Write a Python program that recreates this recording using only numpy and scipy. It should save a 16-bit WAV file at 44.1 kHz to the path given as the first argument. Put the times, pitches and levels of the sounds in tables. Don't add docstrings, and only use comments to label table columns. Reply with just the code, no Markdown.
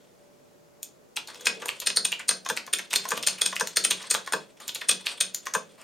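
import sys
import numpy as np
from scipy import signal
from scipy.fft import rfft, irfft
from scipy.io import wavfile
from scipy.ndimage import uniform_filter1d

SR = 44100
rng = np.random.default_rng(int(sys.argv[2]) if len(sys.argv) > 2 else 0)


def to_wav(s):
    ch = np.atleast_2d(s).T
    pcm = np.round(np.clip(ch, -1, 1) * 32767)
    wavfile.write(sys.argv[1], SR, pcm.astype(np.int16))


N = 257103

# bottom_s, level_db, case_knock_db, treble_db,
# travel_since_click_ms, cap_ring_hz
PRESSES = [(1.4703, -14.5, 4.5, -7.5, 12.5, 2520), (1.8724, -16.5, 2.5, -0.5, 9, 4460),
           (1.9024, -26.5, 4, -11, 4, 2800), (1.9715, -14.5, 2.5, -0.5, 8.6, 4500),
           (2.0528, -17.5, 0, 1.5, 2.2, 3420), (2.2913, -14.5, 2.5, 0.5, 7.3, 4500),
           (2.3106, -24, 9.5, -5, 8, 1650), (2.736, -17, 1.5, 2, 2, 3430), (2.9602, -16, -1, -1, 4.3, 4340),
           (3.2731, -15.5, 2.5, 0, 5.3, 3140), (3.4182, -16, 5, 2.5, 2.3, 3430),
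           (3.462, -18, 4.5, -0.5, 3.6, 3460), (3.7713, -15, 0, -2, 7.2, 4460),
           (3.8493, -15, 4, 2.5, 7.9, 3200), (3.9098, -18, 6, 4, 1.76, 3370),
           (4.1116, -15.5, 6, 2, 8.4, 4570), (4.8939, -13, 4.5, 3.5, 6.1, 3300),
           (4.9132, -19.5, 2.5, -1, 2, 3450), (5.2102, -16, 1.5, 1.5, 2, 3500)]
# tap_s, level_db, rattle_decay_ms
BAR_TAPS = [(2.463, -29.5, 2.6), (2.6785, -39.5, 2.5), (3.0552, -31, 2), (3.5303, -30.5, 3.8),
            (4.0402, -41.5, 4.4), (4.2759, -31, 2), (5.4693, -28, 1.16)]
# bottom_s, level_db
BAR_STROKES = [(2.501, -25), (3.119, -25), (3.61, -23.5), (4.3356, -22.5), (5.5506, -22.5)]
# frequency_hz, density_db_per_hz
CLICK_COLOUR = [(100, -45.5), (500, -11.5), (1100, -10), (1700, -1.5), (2500, -3), (4000, 2.5), (6500, 0.5),
                (9000, -2), (10500, -8.5), (13500, -6.5), (16000, -22)]
# frequency_hz, density_db_per_hz
RETURN_COLOUR = [(100, -25), (300, -19), (500, -5), (750, -12), (1100, -7.5), (1700, -6.5), (2500, -3),
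                 (4000, -5.5), (6500, -11.5), (9000, -3.5), (10500, -21.5), (13500, -26.5), (16000, -42)]

MS = 1e-3
SIZE, LEAD = 4096, 400
HZ = np.maximum(np.fft.rfftfreq(SIZE, 1 / SR), 1)
TIME = np.arange(N) / SR
FADE = signal.windows.tukey(SIZE, .1)


def from_db(db):
    return 10 ** (np.asarray(db) / 20)


def rms_one(x):
    return x / np.sqrt(np.mean(x ** 2) + 1e-20)


def at_hz(points, hz, axis=1):
    table = np.array(points, float)
    return np.interp(np.log(hz), np.log(table[:, 0]), table[:, axis])


def add(track, s, sound):
    start = max(round(s * SR), 0)
    part = sound[:max(N - start, 0)]
    track[start:start + len(part)] += part


def mode(hz, t60, swell_ms):
    t = TIME[:SR // 2]
    swell = 1 - np.exp(-(1000 * t / swell_ms) ** 2)
    phase = rng.uniform(0, 2 * np.pi)
    return swell * from_db(-60 * t / t60) * np.sin(2 * np.pi * hz * t + phase)


def resonance(hz, width, boost_db):
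    return 1 + (from_db(boost_db) - 1) / (1 + 2j * (HZ - hz) / width)


def key_body(depth):
    # frequency_hz, width_hz, boost_db
    body_peaks = [(2534, 72, 10), (3405, 150, 6.5), (4210, 49, 6.5), (5220, 80, 7), (6560, 310, 4.5),
                  (7896, 1450, -13), (8545, 106, 9.5), (8896, 91, 9), (9100, 45, 10)]
    return np.prod([resonance(hz, width, depth * boost_db) for hz, width, boost_db in body_peaks], axis=0)


def chatter(decay_ms, slide_db, rise_share=0.32, grain_db=3.5, ring_db=-20, ring_ms=14.0, slide_ms=10.6,
            ragged_hz=885.3, ragged_db=3.5, scatter=.35):
    ms = (np.arange(SIZE) - LEAD) / SR * 1000
    before, after = np.minimum(ms, 0), np.maximum(ms, 0)
    decay_ms = max(decay_ms, .2)
    strike = np.exp(before / (rise_share * decay_ms) - after / decay_ms)
    slide = from_db(slide_db) * np.exp(before / slide_ms)
    ring = from_db(ring_db) * np.exp(-after / ring_ms)
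    skirt = np.where(ms < 0, slide, ring)
    impacts = rng.standard_normal((2, SIZE))
    burst = rfft((strike + skirt) * impacts[0] * from_db(grain_db * impacts[1]))
    flat_burst = burst / np.sqrt(uniform_filter1d(abs(burst) ** 2, size=70))
    knots = np.arange(0, SR / 2, ragged_hz)
    strength, lateness = (np.interp(HZ, knots, row) for row in rng.standard_normal((2, len(knots))))
    delay_s = lateness * scatter * decay_ms * MS
    phase = 2 * np.pi * np.cumsum(delay_s) * SR / SIZE
    return flat_burst * from_db(ragged_db * strength) * np.exp(-1j * phase)


def contacts(hits, colour, lag_cycles, slide_db, depth, ping_db=0, tick_db=0, cap_db=6.5,
             cap_width_hz=280.0, early_share=.36):
    out = np.zeros(N)
    dispersion = np.exp(-2j * np.pi * lag_cycles * np.log(HZ + 150))
    body = key_body(depth) * from_db(at_hz(colour, HZ)) * dispersion
    for s, level_db, knock_db, treble_db, decay_ms, cap_hz in hits:
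        ping, tick = treble_db + ping_db, treble_db + tick_db
        touch = [(1400, knock_db), (2600, 0), (5000, 0), (7000, ping), (9500, ping), (11500, tick)]
        cap = resonance(cap_hz, cap_width_hz, cap_db)
        spectrum = chatter(decay_ms, slide_db) * body * cap * from_db(at_hz(touch, HZ))
        sound = FADE * irfft(spectrum)
        sound = sound * np.sqrt(.005 * SR / np.sum(sound ** 2))
        add(out, s - LEAD / SR - early_share * decay_ms * MS, from_db(level_db) * sound)
    return out


def background(air_db=-60.5, hum_width_hz=4.1):
    # frequency_hz, density_db_per_hz
    air_colour = [(25, -32), (60, -32.5), (110, -20.5), (150, -17), (220, -15.5), (330, -17.5),
                  (450, -14.5), (620, -21.5), (780, -23), (1400, -29.5), (3300, -36), (7200, -34.5),
                  (8000, -38.5), (16000, -42.5)]
    # frequency_hz, level_db
    hum_lines = [(143, -89), (214, -81), (361, -72.5), (436, -83), (580, -68), (636, -72.5)]
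    # frequency_hz, side_db
    air_width = [(60, 10.0), (150, -2), (600, 2.5), (4000, -3.0)]
    hz = np.maximum(np.fft.rfftfreq(N, 1 / SR), 1)
    mid, side, hum = rfft(rng.standard_normal((3, N)))
    colour = from_db(at_hz(air_colour, hz))
    mid = irfft(mid * colour, N)
    side = irfft(side * colour * from_db(at_hz(air_width, hz)), N)
    out = from_db(air_db) * (mid + side * [[1], [-1]]) / np.std(mid)
    for line_hz, level_db in hum_lines:
        line = irfft(hum / (1 + (2 * (hz - line_hz) / hum_width_hz) ** 2), N)
        out = out + from_db(level_db) * rms_one(line)
    return out


def room(x):
    # frequency_hz, level_against_direct_db, t60_s, build_up_ms
    answer = [(80, -13, 0.63, 14), (196, 9.5, 0.33, 6.3), (316, 4.5, 0.33, 2.5), (566, -2.5, 0.42, 3.7),
              (930, 2, 0.15, 2.2), (1880, -8, 0.27, 5.6), (4270, -3, 0.25, 2.5), (6630, -3, 0.21, 1.3),
              (8400, -9, 0.22, 2.4), (14400, -5, 0.12, 2)]
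    # frequency_hz, side_against_mid_db
    answer_width = [(150, -10), (500, -7), (1500, -3), (3000, -6.5), (5000, -13), (8500, -8), (12000, -4.5)]
    t = TIME[:SR * 2 // 3]
    edges = 60 * 2 ** np.arange(0, 8.4, 1 / 3)
    white = rng.standard_normal((2, 2, len(t)))
    response = 0
    for k, (low, high) in enumerate(zip(edges, edges[1:])):
        hz = np.sqrt(low * high)
        band_filter = signal.butter(2, [low, high], "band", fs=SR, output="sos")
        decay = from_db(-60 * t / at_hz(answer, hz, axis=2))
        build_up = 1 - np.exp(-(1000 * t / at_hz(answer, hz, axis=3)) ** 2)
        band = signal.sosfilt(band_filter, white[k % 2]) * decay * build_up
        share = 2 * (high - low) / SR
        gain = from_db(at_hz(answer, hz) + np.array([[0], [at_hz(answer_width, hz)]]))
        response = response + gain * band * np.sqrt(share / np.sum(band ** 2, axis=1, keepdims=True))
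    mid, side = signal.fftconvolve(x[None], response, axes=1)[:, :N]
    return mid + side * [[1], [-1]]


def direct(x, bounce_ms=0.607624):
    # frequency_hz, left_minus_right_db, side_db
    microphone_pair = [(60, 2, -10), (200, -6.5, -6.5), (503, 2.5, -14.5), (1080, 1.5, -16),
                       (2200, -0.5, -15), (4500, 1, -26), (7000, 0, -35), (9000, 5.5, -9),
                       (12400, -3.5, -12)]
    hz = np.maximum(np.fft.rfftfreq(N, 1 / SR), 1)
    sides = np.array([[1], [-1]])
    delay = np.exp(-2j * np.pi * hz * bounce_ms * MS)
    bounce = from_db(at_hz(microphone_pair, hz, axis=2)) * delay
    balance = from_db(sides * at_hz(microphone_pair, hz) / 2)
    return irfft(rfft(x) * (balance + sides * bounce), N)


def palm(rub_db=-51.0, rub_hz=480.0, width_hz=78.0, middle_s=1.554, spread_s=0.16):
    grip = signal.lfilter(*signal.iirpeak(rub_hz, rub_hz / width_hz, fs=SR), rng.standard_normal(N))
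    grip = signal.sosfilt(signal.butter(2, 2 * rub_hz, fs=SR, output="sos"), grip)
    return from_db(rub_db) * rms_one(grip) * np.exp(-((TIME - middle_s) / spread_s) ** 2)


def crackle(per_s=80, gain_db=-3.0):
    # time_s, level_db
    crackle_levels = [(0, -61), (1.15, -94), (1.3, -44), (1.6, -44), (2.4, -67), (3.1, -39.5), (3.9, -47.5),
                      (4.05, -39), (4.45, -57.5), (4.65, -55.5), (5.15, -36.5), (5.4, -54), (5.83, -59)]
    draws = rng.random((round(per_s * N / SR), 2))
    times = draws[:, 0] * N / SR
    levels = np.interp(times, *np.transpose(crackle_levels)) + 8 * (draws[:, 1] - .5)
    grains = [(s, db + gain_db, 0, 0, 6, 3400) for s, db in zip(times, levels)]
    return contacts(grains, RETURN_COLOUR, lag_cycles=1.2, slide_db=-2.0, depth=.15)


def desk(thump_db=-17.0, desk_hz=186.8, t60=0.27, swell_ms=74.0):
    out = np.zeros(N)
    for s, level_db, *touch in PRESSES:
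        add(out, s, from_db(level_db + thump_db) * mode(desk_hz, t60, swell_ms))
    return out


def space_bar(rattle_hz=1068, rattle_t60=0.049, rattle_db=4, lag_cycles=3.556, early_ms=4.74):
    # frequency_hz, level_db, t60_s, swell_ms
    hollow_modes = [(195.3, -7.5, 0.07, 5.1), (428, -4, 0.084, 9.4), (488, 2, 0.061, 6.2),
                    (519.5, -6, 0.13, 1.9), (633, -17, 0.33, 10), (912, -1.5, 0.072, 3.5),
                    (1013, 5, 0.037, 1.65), (1100, -36, 0.099, 1.7), (1267, -21, 0.17, 2),
                    (1388, -9, .1, 4.7), (1556, 6.5, 0.057, 2.3), (1603, -0.5, 0.079, 4.9),
                    (1732, 1, 0.062, 1.2)]
    out = np.zeros(N)
    rattle = mode(rattle_hz, rattle_t60, swell_ms=.5)
    for s, level_db, decay_ms in BAR_TAPS:
        add(out, s, from_db(level_db + rattle_db) * rattle)
    for hz, mode_db, t60, swell_ms in hollow_modes:
        ring = mode(hz, t60, swell_ms)
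        for s, level_db in BAR_STROKES:
            add(out, s + lag_cycles / hz - early_ms * MS, from_db(level_db + mode_db) * ring)
    return out


def bar_taps(bar_hz=1820.0, lead_ms=12.3, click_db=-41.5, click_ms=1.8, click_hz=6600.0):
    # frequency_hz, density_db_per_hz
    tap_colour = [(100, -29), (500, -1), (750, -1), (1100, 1), (1700, -0.5), (2500, -2), (4000, -9.5),
                  (6500, -11), (9000, -20.5), (13500, -23), (16000, -30)]
    clicks = [(s - lead_ms * MS, click_db, 0, 0, click_ms, click_hz) for s, db, decay_ms in BAR_TAPS]
    taps = [(s, db, 0, 0, decay_ms, bar_hz) for s, db, decay_ms in BAR_TAPS]
    click_sound = contacts(clicks, CLICK_COLOUR, lag_cycles=1.2, slide_db=-29, depth=.45,
                           ping_db=3.5, tick_db=1.0)
    tap_sound = contacts(taps, tap_colour, lag_cycles=1.3, slide_db=-13, depth=.46,
                         ping_db=6.5, tick_db=-1.0)
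    return click_sound + tap_sound


def bar_strokes(gain_db=1.0, decay_ms=2.1, bar_hz=1660.0, lead_ms=11.5,
                click_db=-2.0, click_knock_db=11.5, click_ms=1.75, click_hz=6800.0):
    # frequency_hz, density_db_per_hz
    stroke_colour = [(100, -22), (500, 1), (750, -3), (1100, 10), (1700, -6), (2500, 5.5), (4000, -0.5),
                     (6500, 0), (9000, 3), (10500, -29.5), (13500, -4.5), (16000, -32)]
    clicks, bottoms = [], []
    for s, db in BAR_STROKES:
        clicks.append((s - lead_ms * MS, db + click_db, click_knock_db, 0, click_ms, click_hz))
        bottoms.append((s, db + gain_db, 0, 0, decay_ms, bar_hz))
    click_sound = contacts(clicks, CLICK_COLOUR, lag_cycles=1.2, slide_db=-36, depth=0.92,
                           ping_db=8.5, tick_db=2.1)
    bottom_sound = contacts(bottoms, stroke_colour, lag_cycles=1.2, slide_db=-9.5, depth=0.88)
    return click_sound + bottom_sound


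def ticks(cap_hz=7030.0):
    # tick_s, level_db, case_knock_db, treble_db, rattle_decay_ms
    landings = [(0.8306, -30.5, -11, 4, 0.71), (1.2746, -39.5, -6, -4, 0.93), (1.346, -43, 10, -9, 1.4),
                (1.41, -40.5, 8, -1, 1.7), (1.658, -29.5, 13.5, -5, 1.1), (1.802, -29.5, -20, -0.5, 1.5),
                (3.0894, -28.5, -3, 5, 1.5), (3.2282, -30, 4, -3, 1.13), (3.673, -28, 5, 1, 0.63),
                (4.6035, -43, 10, 1, 3.7), (4.6802, -29.5, -12, 2, .8), (4.7485, -29.5, -15, 1, 1),
                (5.3464, -24.5, -1, 1.5, 1.06)]
    hits = [(*landing, cap_hz) for landing in landings]
    return contacts(hits, CLICK_COLOUR, lag_cycles=1.2, slide_db=-26.5, depth=0.64, ping_db=5.5, tick_db=6.5)


def releases(gain_db=0.58, return_ms=6.1, click_knock_db=4.5, click_ms=1.5,
             snap_db=-22.5, snap_rattle_ms=.85, braked_rattle_per_db=0.2456):
    # knock_s, level_db, case_knock_db, treble_db,
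    # click_against_knock_db, cap_ring_hz
    return_knocks = [(1.1732, -25, -3, -5, -2.5, 2700), (1.2935, -37, 10.5, -1, -10, 3560),
                     (1.6277, -32.5, 7, -6, -7, 2820), (1.6908, -23, -3, -4.5, -6.5, 2710),
                     (1.8255, -32.5, 3, -3, -21, 3370), (2.1266, -21, -5, -10, -9.5, 2880),
                     (2.2019, -32, 2.5, -4, -6.5, 1910), (2.5739, -24.5, -5, -6, -7.5, 1940),
                     (2.7934, -28.5, -2, -4.5, -3, 1970), (2.9138, -32.5, -3, 2, -7, 3570),
                     (2.9383, -21, 4.5, 5, -1.5, 2160), (3.1766, -27.5, 5, 0, -9, 2870),
                     (3.2358, -29, -4, 0.5, -22, 3020), (3.2853, -23, -7.5, -1, -3, 4260),
                     (3.3929, -36, 1, 7.5, -6, 2750), (3.5652, -25, -5, -1, -8, 1740),
                     (3.9173, -22.5, -9.5, -16, -15, 2700), (4.149, -21.5, 1.5, 0.5, -1.5, 1650),
                     (4.6275, -39, 10.5, 4, -13, 3600), (4.6938, -28.5, -4.5, -14, -8.5, 3320),
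                     (4.7595, -30, -5.5, -3, -7, 3750), (4.8173, -29, -0.5, -4, -14, 1840),
                     (5.0686, -21, -4.5, -5.5, -11.5, 2840), (5.8224, -42, 5.5, -1, -5, 2610)]
    clicks, stops = [], []
    for s, db, knock_db, treble_db, click_db, cap_hz in return_knocks:
        clicks.append((s - return_ms * MS, db + click_db, knock_db + click_knock_db, 0, click_ms, cap_hz))
        rattle_ms = snap_rattle_ms * np.exp(braked_rattle_per_db * (snap_db - db))
        stops.append((s, db + gain_db, knock_db, treble_db, rattle_ms, cap_hz))
    click_sound = contacts(clicks, CLICK_COLOUR, lag_cycles=1.2, slide_db=-14, depth=0.24,
                           ping_db=7, tick_db=2, cap_db=9)
    stop_sound = contacts(stops, RETURN_COLOUR, lag_cycles=1.3, slide_db=-20, depth=0.11,
                          ping_db=-3.5, tick_db=5.5, cap_width_hz=450)
    return click_sound + stop_sound


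def presses(gain_db=0.85, rattle_at_1_ms=1.3, rattle_growth=.34,
            click_db=-10.5, click_ms=2.6, click_hz=4220.0):
    # frequency_hz, density_db_per_hz
    bottom_colour = [(60, -32), (300, -20.5), (500, -8.5), (750, -20), (1100, -14.5), (1700, -6),
                     (2500, -5), (4000, -3), (6500, -6.5), (9000, 0.5), (10500, -21), (13500, -14.5),
                     (16000, -35)]
    clicks, bottoms = [], []
    for s, db, knock_db, treble_db, travel_ms, cap_hz in PRESSES:
        clicks.append((s - travel_ms * MS, db + click_db, 0, 0, click_ms, click_hz))
        rattle_ms = rattle_at_1_ms * travel_ms ** rattle_growth
        bottoms.append((s, db + gain_db, knock_db, treble_db, rattle_ms, cap_hz))
    click_sound = contacts(clicks, CLICK_COLOUR, lag_cycles=1.2, slide_db=-22, depth=0.8,
                           ping_db=9, tick_db=1)
    bottom_sound = contacts(bottoms, bottom_colour, lag_cycles=2.8, slide_db=-13.5, depth=0.91,
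                            ping_db=2.5, tick_db=.4, cap_width_hz=340)
    return click_sound + bottom_sound


def scene():
    keys = presses() + releases() + ticks() + bar_taps() + bar_strokes() + crackle() + palm()
    bar = space_bar()
    near = direct(keys + bar + desk())
    return near + room(keys + from_db(-9.5) * bar) + background()


def record(dry):
    return signal.sosfilt(signal.ellip(10, .1, 80, 16000, fs=SR, output="sos"), dry)


dry = scene()
out = record(dry)
to_wav(out)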